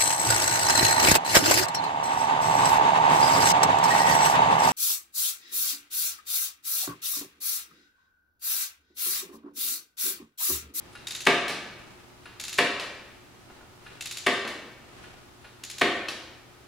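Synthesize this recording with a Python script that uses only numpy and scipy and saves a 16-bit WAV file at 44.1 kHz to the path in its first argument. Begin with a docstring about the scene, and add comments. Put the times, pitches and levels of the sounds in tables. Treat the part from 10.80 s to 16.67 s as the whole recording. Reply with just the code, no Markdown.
"""A click-type torque wrench breaks over four times on an engine bolt in a hard-walled garage.
Each loud click is a cluster of broadband impacts that sets the modes of engine and frame ringing.
Before it the socket clinks and the ratchet ticks; after it the wrench snaps back as the hand lets go:
lighter impacts with ringing steel. Shaped noise gives the walls' reverberation, the rubbing of
sleeves and gloves and a steady hiss; wavering sinusoids give a quiet electric hum."""
import sys
import numpy as np
from scipy import signal
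from scipy.fft import rfft, irfft
from scipy.io import wavfile
from scipy.ndimage import uniform_filter1d

SR = 44100
rng = np.random.default_rng(int(sys.argv[2]) if len(sys.argv) > 2 else 0)


def to_wav(s):
    """Save 16-bit WAV."""
    ch = np.atleast_2d(s).T  # columns
    pcm = np.round(np.clip(ch, -1, 1) * 32767)  # PCM
    wavfile.write(sys.argv[1], SR, pcm.astype(np.int16))


N = 258867  # length in samples

# Event levels are relative to those in scene(); rubbing and hum levels are absolute.
# the wrench breaks over: start_s, level_db, treble_tilt_db_per_octave, engine_ring_db, frame_knock_db
BREAKS = [(0.466, 1.5, -1, -3, 3), (1.7837, 0, -0.5, -4.5, -5), (3.4636, -1.5, -0.34, -5, -4.5),
          (5.0117, -1.5, -1.5, -4.5, -5)]
# the wrench snaps back, sometimes in two steps: start_s, level_db, treble_tilt_db_per_octave, tube_ring_db
RESETS = [(0.6807, 2, 2.5, 2), (0.6966, 4.5, -3, -1), (1.9968, 3, -1.5, 2), (3.6500, -1.5, -5.5, -2),
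          (3.675, -1.5, 1, 1), (5.2845, 4.5, -0.5, 6)]
# the socket clinks on the bolt: start_s, level_db, treble_tilt_db_per_octave
CLINKS = [(0.1517, 1.5, 5.5), (1.4558, 0.5, 2.5), (2.6975, -12, -3.5), (2.809, -14, -4.5),
          (3.0628, -1.5, 2.5), (4.2391, -5, 2.5), (4.6437, -2, 2.5)]


def break_clicks(level_db, touch_db, lag_s, touch_chatter_s, blow_chatter_s,
                 rattle_db, rattle_lag_s, rattle_chatter_s):
    """Successive impacts: the toggle slips, slams into the wall of the tube, and the joints rattle."""
    # colour of the break: frequency_hz, level_db
    break_tone = [(25, -42), (60, -23.5), (190, -12.5), (260, 3), (450, 1), (720, 1.5), (820, -7),
                  (1180, 7), (1380, -2.5), (1750, 7.5), (2400, 5), (3800, -3.5), (5800, -14.5),
                  (10500, -20), (15500, -38.5)]
    out = np.zeros((2, N))
    for start_s, db, tilt_db, _, _ in BREAKS:
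        touch = strike(break_tone, tilt_db + 2.5, touch_chatter_s, pivot_hz=2900)
        blow = strike(break_tone, tilt_db, blow_chatter_s, pivot_hz=2640)
        rattle = strike(break_tone, tilt_db + .5, rattle_chatter_s, pivot_hz=2000)
        add(out, start_s, amp(level_db + db + touch_db) * touch)
        add(out, start_s + lag_s, amp(level_db + db) * blow)
        add(out, start_s + rattle_lag_s, amp(level_db + db + rattle_db) * rattle)
    return out


def ringing(engine_db, frame_db):
    """Free vibration: the modes of engine and frame ring on after each break."""
    # modes of the engine: frequency_hz, level_db, t60_s
    engine_modes = [(228, -14, .6), (258, -13, .6), (340, -9, .55), (397, 0, .5), (402, -9, .4),
                    (487, -11, .45), (648, -11, .45), (705, -1, .5), (728, -11, .4), (1122, -11, .4),
                    (1242, -11, .4), (1722, -8, .4), (1947, -7, .4), (2064, -11, .4), (2144, -11, .4),
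                    (2282, -6, .45), (2500, -10, .45), (3320, -18, .35), (4800, -24, .3), (5190, -25, .3),
                    (7690, -28, .3)]
    # modes of the frame: frequency_hz, level_db, t60_s
    frame_modes = [(128, -12, .5), (162, -7, .5), (868, 0, .45), (903, -2, .35), (932, -4, .35),
                   (1545, -1, .35), (1602, -1, .35)]
    out = np.zeros((2, N))
    for start_s, _, _, ring_db, knock_db in BREAKS:
        add(out, start_s, amp(engine_db + ring_db) * ring(engine_modes, rise_s=.004, scatter_db=1.5))
        add(out, start_s, amp(frame_db + knock_db) * ring(frame_modes, rise_s=.002, scatter_db=1))
    return out


def strike(tone, tilt_db, chatter_s, pivot_hz, size=4096):
    """Impact excitation: a short burst of contacts is filtered by the response of the steel parts."""
    # sound straight from the wrench, microphone difference against common part: frequency_hz, side_minus_mid_db
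    direct_side = [(100, -24), (300, -23), (1000, -17), (2200, -15), (4500, -14), (8000, -11), (14000, -12)]
    ripple_db, ripple_from_hz = 2, 3200
    t, hz = np.arange(size) / SR, abs(np.fft.fftfreq(size, 1 / SR))
    envelope = np.sqrt(t) * np.exp(-t / chatter_s)
    burst = np.fft.fft(rng.standard_normal((2, size)) * envelope)
    force = burst / abs(burst)  # equal at every frequency
    contacts = np.fft.ifft(pair(force, hz, direct_side)).real[:, :size // 2]
    # every blow favours the many small resonances of the steel differently
    knots = np.linspace(0, SR / 2, num=180)
    ripple = np.interp(hz, knots, rng.standard_normal(len(knots)))
    ripple = ripple * np.minimum(hz / ripple_from_hz, 1) ** 2
    octaves = np.log2(np.maximum(hz, 500) / pivot_hz)
    gain = amp(read(tone, hz) + tilt_db * octaves + ripple_db * ripple)
    # minimum phase makes the response causal
    spectrum = np.exp(np.conj(signal.hilbert(np.log(gain))))
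    colour = np.fft.ifft(spectrum).real[:size // 2]
    return signal.fftconvolve(contacts, colour[None], axes=1)


def ring(modes, rise_s, scatter_db):
    """Modal superposition: damped sinusoids share the force of each blow a little differently."""
    t, out = np.arange(SR) / SR, 0
    luck_and_phase = rng.standard_normal((len(modes), 2))
    for (hz, db, t60_s), (luck, phase_cycles) in zip(modes, luck_and_phase):
        decay = np.exp(-np.log(1000) * t / t60_s)
        out = out + amp(db + scatter_db * luck) * decay * np.sin(2 * np.pi * (hz * t + phase_cycles))
    return out * (1 - np.exp(-t / rise_s))


def clicks(rows, tone, level_db, chatter_s):
    """Impact excitation: one light strike for each row."""
    out = np.zeros((2, N))
    for start_s, db, tilt_db, *_ in rows:
        add(out, start_s, amp(level_db + db) * strike(tone, tilt_db, chatter_s, pivot_hz=2620))
    return out


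def teeth():
    """Pawl kinematics: the handle is drawn back and slows, so most swings tick at growing intervals.

    Each row is start_s, level_db, treble_tilt_db_per_octave, ring_hz, ring_db.
    """
    # pulls of the handle, two in the first swing: first_tick_s, teeth, first_interval_s,
    # interval_growth_per_tooth (ratio), level_db, strongest_ring_hz, ring_db
    swings = [(0.2700, 3, .0372, 1.135, 1.3, 3740, 7), (0.4050, 2, .0465, 1, -1.2, 2690, -3),
              (1.5980, 5, .0397, 1.083, 1.2, 3700, -3), (3.2085, 4, .0484, 1.11, 1.4, 2670, 2),
              (4.8360, 3, .063, 1.328, -0.8, 2820, -5)]
    ring_fade_db, tilt_db = -3.5, -1.2  # per tooth; per octave
    rows = []
    for start_s, count, interval_s, growth, db, hz, ring_db in swings:
        for k in range(count):
            rows.append((start_s, db, tilt_db, hz, ring_db + ring_fade_db * k))
            start_s = start_s + interval_s * growth ** k
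    return rows


def ratchet(level_db, chatter_s, seat_db, seat_lag_s, seat_tilt_db, seat_chatter_s):
    """Double impact: each drop of the pawl is followed by a lighter, brighter tap as it seats."""
    # colour of a tick: frequency_hz, level_db
    tick_tone = [(60, -33), (300, -24), (900, -12), (1700, -2.5), (2700, 2), (3200, 0.5), (3750, 4.5),
                 (5800, -0.5), (7000, 4.5), (8300, -4.5), (10500, -2.5), (13000, -10.5), (15800, -20)]
    seats = [(start_s + seat_lag_s, db + seat_db, tilt_db + seat_tilt_db)
             for start_s, db, tilt_db, *_ in teeth()]
    drops = clicks(teeth(), tick_tone, level_db, chatter_s)
    return drops + clicks(seats, tick_tone, level_db, seat_chatter_s)


def ratchet_rings(level_db):
    """Free vibration: the modes of the ratchet head ring after each tick."""
    # modes of the ratchet head: frequency_hz, level_db, t60_s
    head_modes = [(2660, -4, .09), (3735, -2, .14), (5100, -5, .08), (7030, -4, .1), (10420, -9, .1)]
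    out = np.zeros((2, N))
    for start_s, db, *_ in teeth():
        add(out, start_s, amp(level_db + db) * ring(head_modes, rise_s=.0004, scatter_db=3.5))
    return out


def grip_pings(level_db, t60_s):
    """Boundary conditions: the grip changes from swing to swing, so each favours another resonance."""
    out = np.zeros((2, N))
    for start_s, _, _, hz, db in teeth():
        add(out, start_s, ring([(hz, level_db + db, t60_s)], rise_s=.0004, scatter_db=1.5))
    return out


def snap_backs(level_db, chatter_s, rattle_db, rattle_chatter_s):
    """Released spring energy: the toggle snaps home and the slack joints rattle on briefly."""
    # colour of a snap back: frequency_hz, level_db
    reset_tone = [(40, -37), (200, -8.5), (1000, -3), (3000, -0.5), (4500, -3), (6500, -9.5), (9000, -14),
                  (10500, -13), (15500, -30)]
    snaps = clicks(RESETS, reset_tone, level_db, chatter_s)
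    return snaps + clicks(RESETS, reset_tone, level_db + rattle_db, rattle_chatter_s)


def tube_rings(level_db, t60_s):
    """Free vibration: each snap back rings the resonances of the wrench's tube."""
    # resonances of the tube: frequency_hz, width_hz (not used), level_db
    tube_modes = [(2620, 30, 6), (3070, 28, -1), (3370, 180, 1), (4230, 150, 2), (5180, 50, -8),
                  (5850, 95, -9)]
    modes = [(hz, mode_db, t60_s) for hz, _, mode_db in tube_modes]
    out = np.zeros((2, N))
    for start_s, db, _, ring_db in RESETS:
        add(out, start_s, amp(level_db + db + ring_db) * ring(modes, rise_s=.00044, scatter_db=2))
    return out


def socket(level_db, chatter_s, touch_db, touch_tilt_db, touch_lead_s):
    """Take-up of slack: a light, bright touch of the socket on the bolt, then the clink."""
    # colour of a clink: frequency_hz, level_db
    clink_tone = [(300, 0.5), (900, 6.5), (1450, 8.5), (2100, 4), (4000, -4.5), (5800, -16.5), (9000, -26),
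                  (10200, -19), (12000, -41), (15500, -52)]
    touches = [(start_s - touch_lead_s, db + touch_db, tilt_db + touch_tilt_db)
               for start_s, db, tilt_db in CLINKS]
    return clicks([*CLINKS, *touches], clink_tone, level_db, chatter_s)


def socket_rings(level_db):
    """Free vibration: the modes of the socket ring after each clink."""
    # modes of the socket: frequency_hz, level_db, t60_s
    socket_modes = [(1437, 0, .15), (1700, -6, .13), (2471, -9, .17), (2767, -5, .22), (3844, -18, .25),
                    (4140, -13, .15), (9878, -17, .17)]
    out = np.zeros((2, N))
    for start_s, db, _ in CLINKS:
        add(out, start_s, amp(level_db + db) * ring(socket_modes, rise_s=.001, scatter_db=1))
    return out


def crossfaded(x, turns_per_s, count=3):
    """Crossfaded sends: the sound is passed in turn to several reverberation tails."""
    turn = np.arange(N) / SR * turns_per_s
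    return [x * np.sin(np.pi / 2 * np.minimum((turn + k) % count, 2)) for k in range(count)]


def garage(x, build_s, early_db, early_decay_s, size=65536):
    """Diffuse reverberation: a noise tail builds up, then dies at its own speed in each band."""
    # reverberation time: frequency_hz, t60_s
    room_t60 = [(120, 0.78), (400, 0.95), (1000, 0.92), (2200, 1.0), (4500, 0.78), (8000, 0.58),
                (15000, 0.27)]
    # level of the tail: frequency_hz, level_db
    room_db = [(120, 9.5), (400, 5), (1000, 1.5), (2200, 0.5), (4500, 2.5), (8000, -1), (15000, -7)]
    # sound from the walls, microphone difference against common part: frequency_hz, side_minus_mid_db
    room_side = [(100, -21), (300, -24), (600, -12.5), (1100, -12), (2200, -6), (4500, -5.5), (7500, -1.5),
                 (11000, 2)]
    t = np.arange(size) / SR
    near_walls = 1 + amp(early_db) * np.exp(-t / early_decay_s)  # they answer strongest
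    swell = (1 - np.exp(-t / build_s)) * near_walls
    hz, age_s, bands = signal.stft(rng.standard_normal((2, size)) * swell, SR, nperseg=256)
    bands = bands * np.exp(-np.log(1000) * age_s / read(room_t60, hz)[:, None])
    tail = rfft(signal.istft(bands, SR, nperseg=256)[1][:, :size])
    hz = np.fft.rfftfreq(size, 1 / SR)
    # smooths the tail's fine spectrum, so the reverberation has an even colour
    tail = tail / np.sqrt(uniform_filter1d(abs(tail) ** 2, size=41))
    tail = irfft(pair(tail, hz, room_side) * amp(read(room_db, hz)), size)[:, :SR]
    return signal.fftconvolve(x.mean(0)[None], tail, axes=1)[:, :N]


def rubbing(grain_db):
    """Stick-slip friction: cloth noise swells with each arm move and catches in small uneven grains."""
    # colour of the cloth: frequency_hz, level_db
    rub_tone = [(150, 4), (500, 0.5), (1200, -3), (2800, -6), (6000, -16.5), (11000, -22.5), (15500, -56)]
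    # moves of sleeves and gloves: middle_s, half_length_s, level_db
    rubs = [(0.15, .35, -55), (1.05, 0.22, -54.5), (2.052, 0.43, -57.5), (2.773, 0.08, -57.5),
            (3.13, 0.093, -52.5), (4.24, 0.064, -50), (4.25, 0.21, -54.5)]
    rest_db = -63.5  # the cloth is never quite still
    t = np.arange(N) / SR
    grain = evened(uniform_filter1d(rng.standard_normal(N), size=400))
    power = amp(rest_db) ** 2
    for middle_s, half_s, db in rubs:
        power = power + amp(db) ** 2 * np.exp(-((t - middle_s) / half_s) ** 2)
    return noise(N, rub_tone) * np.sqrt(power) * amp(grain_db * grain)


def background(hiss_db, waver_rad):
    """Stationary noise and phase modulation: a steady hiss and a slightly wavering mains hum."""
    # colour of the hiss, strongest in the bass: frequency_hz, level_db
    hiss_tone = [(12, -44), (25, -22), (45, -11), (90, -5.5), (122, -10.5), (202, -12), (245, -8.5),
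                 (324, -10), (362, -8), (452, -15.5), (597, -20), (686, -14.5), (1340, -18), (1670, -20.5),
                 (5230, -27), (15500, -37.5)]
    # partials of the hum: frequency_hz, rms_level_db
    hum_partials = [(60, -71.5), (119.5, -64), (296, -95), (360, -64.5), (598, -73.5), (840, -74.5),
                    (1260, -72)]
    t, knots = np.arange(N) / SR, np.linspace(0, N / SR, num=30)
    hum = 0
    for hz, db in hum_partials:
        phase = waver_rad * np.interp(t, knots, rng.standard_normal(len(knots)))
        hum = hum + amp(db) * np.sin(2 * np.pi * hz * t + phase)
    return amp(hiss_db) * noise(N, hiss_tone) + np.sqrt(2) * hum


def noise(size, tone):
    """Shaped stereo noise: a wide steady hiss, little alike in the two channels above the bass."""
    # difference of the channels against their common part: frequency_hz, side_minus_mid_db
    noise_side = [(50, -16), (150, -1.5), (300, -4), (600, -1), (15000, 1)]
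    hz = np.fft.rfftfreq(size, 1 / SR)
    spectra = pair(rfft(rng.standard_normal((2, size))), hz, noise_side)
    return evened(irfft(spectra * amp(read(tone, hz)), size))


def pair(z, hz, width):
    """Mid-side stereo: two unrelated spectra become common part and difference of two channels."""
    side = z[1] * amp(read(width, hz))
    return np.array([z[0] + side, z[0] - side])


def amp(db):
    """Logarithmic level: decibels to amplitude gain."""
    return 10 ** (np.asarray(db) / 20)


def evened(x):
    """Power normalisation: scales to an rms of one."""
    return x / np.sqrt(np.mean(x ** 2) + 1e-20)


def read(points, hz):
    """Log-frequency interpolation: joins (frequency_hz, value) points."""
    f, value = np.transpose(points)
    return np.interp(np.log(hz + 1), np.log(f), value)


def add(mix, start_s, sound):
    """Linear superposition: lays a sound into the mix at its start time."""
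    part = mix[:, round(start_s * SR):][:, :sound.shape[-1]]
    part += sound[..., :part.shape[1]]


def scene():
    """Superposition of direct sound, ringing, reverberation, rubbing and background."""
    loud = break_clicks(level_db=14, touch_db=-4, lag_s=.0045, touch_chatter_s=.0038,
                        blow_chatter_s=.0022, rattle_db=-8.5, rattle_lag_s=.013,
                        rattle_chatter_s=.0036)
    ticks = ratchet(level_db=-6.5, chatter_s=.0036, seat_db=-5, seat_lag_s=.0125,
                    seat_tilt_db=1.5, seat_chatter_s=.0032)
    resets = snap_backs(level_db=-5.5, chatter_s=.0029, rattle_db=1.5, rattle_chatter_s=.015)
    clinks = socket(level_db=-14.5, chatter_s=.0062, touch_db=-12, touch_tilt_db=5.5,
                    touch_lead_s=.0245)
    steel = ratchet_rings(level_db=-47.5) + socket_rings(level_db=-43.5)
    # each source excites the room by its own share
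    sent = loud + amp(-2) * ticks + amp(1) * resets + amp(.9) * clinks + amp(-5) * steel
    far = sum(garage(share, build_s=.015, early_db=2, early_decay_s=.03)
              for share in crossfaded(sent, turns_per_s=23))
    rings = ringing(engine_db=-21.5, frame_db=-32) + steel
    rings = rings + grip_pings(level_db=-35.5, t60_s=.047) + tube_rings(level_db=-42, t60_s=.046)
    mix = loud + ticks + resets + clinks + rings + far
    mix = mix + rubbing(grain_db=2) + background(hiss_db=-53.5, waver_rad=.49)
    return mix * amp([[.25], [-.25]])  # channel gains in dB


def record(dry):
    """Band limitation: a linear-phase low-pass filter removes the highest treble."""
    edge_hz = 15900
    low_pass = signal.firwin(511, edge_hz, window=("kaiser", 9), fs=SR)
    return signal.oaconvolve(dry, low_pass[None], "same")


dry = scene()
out = record(dry)
to_wav(out)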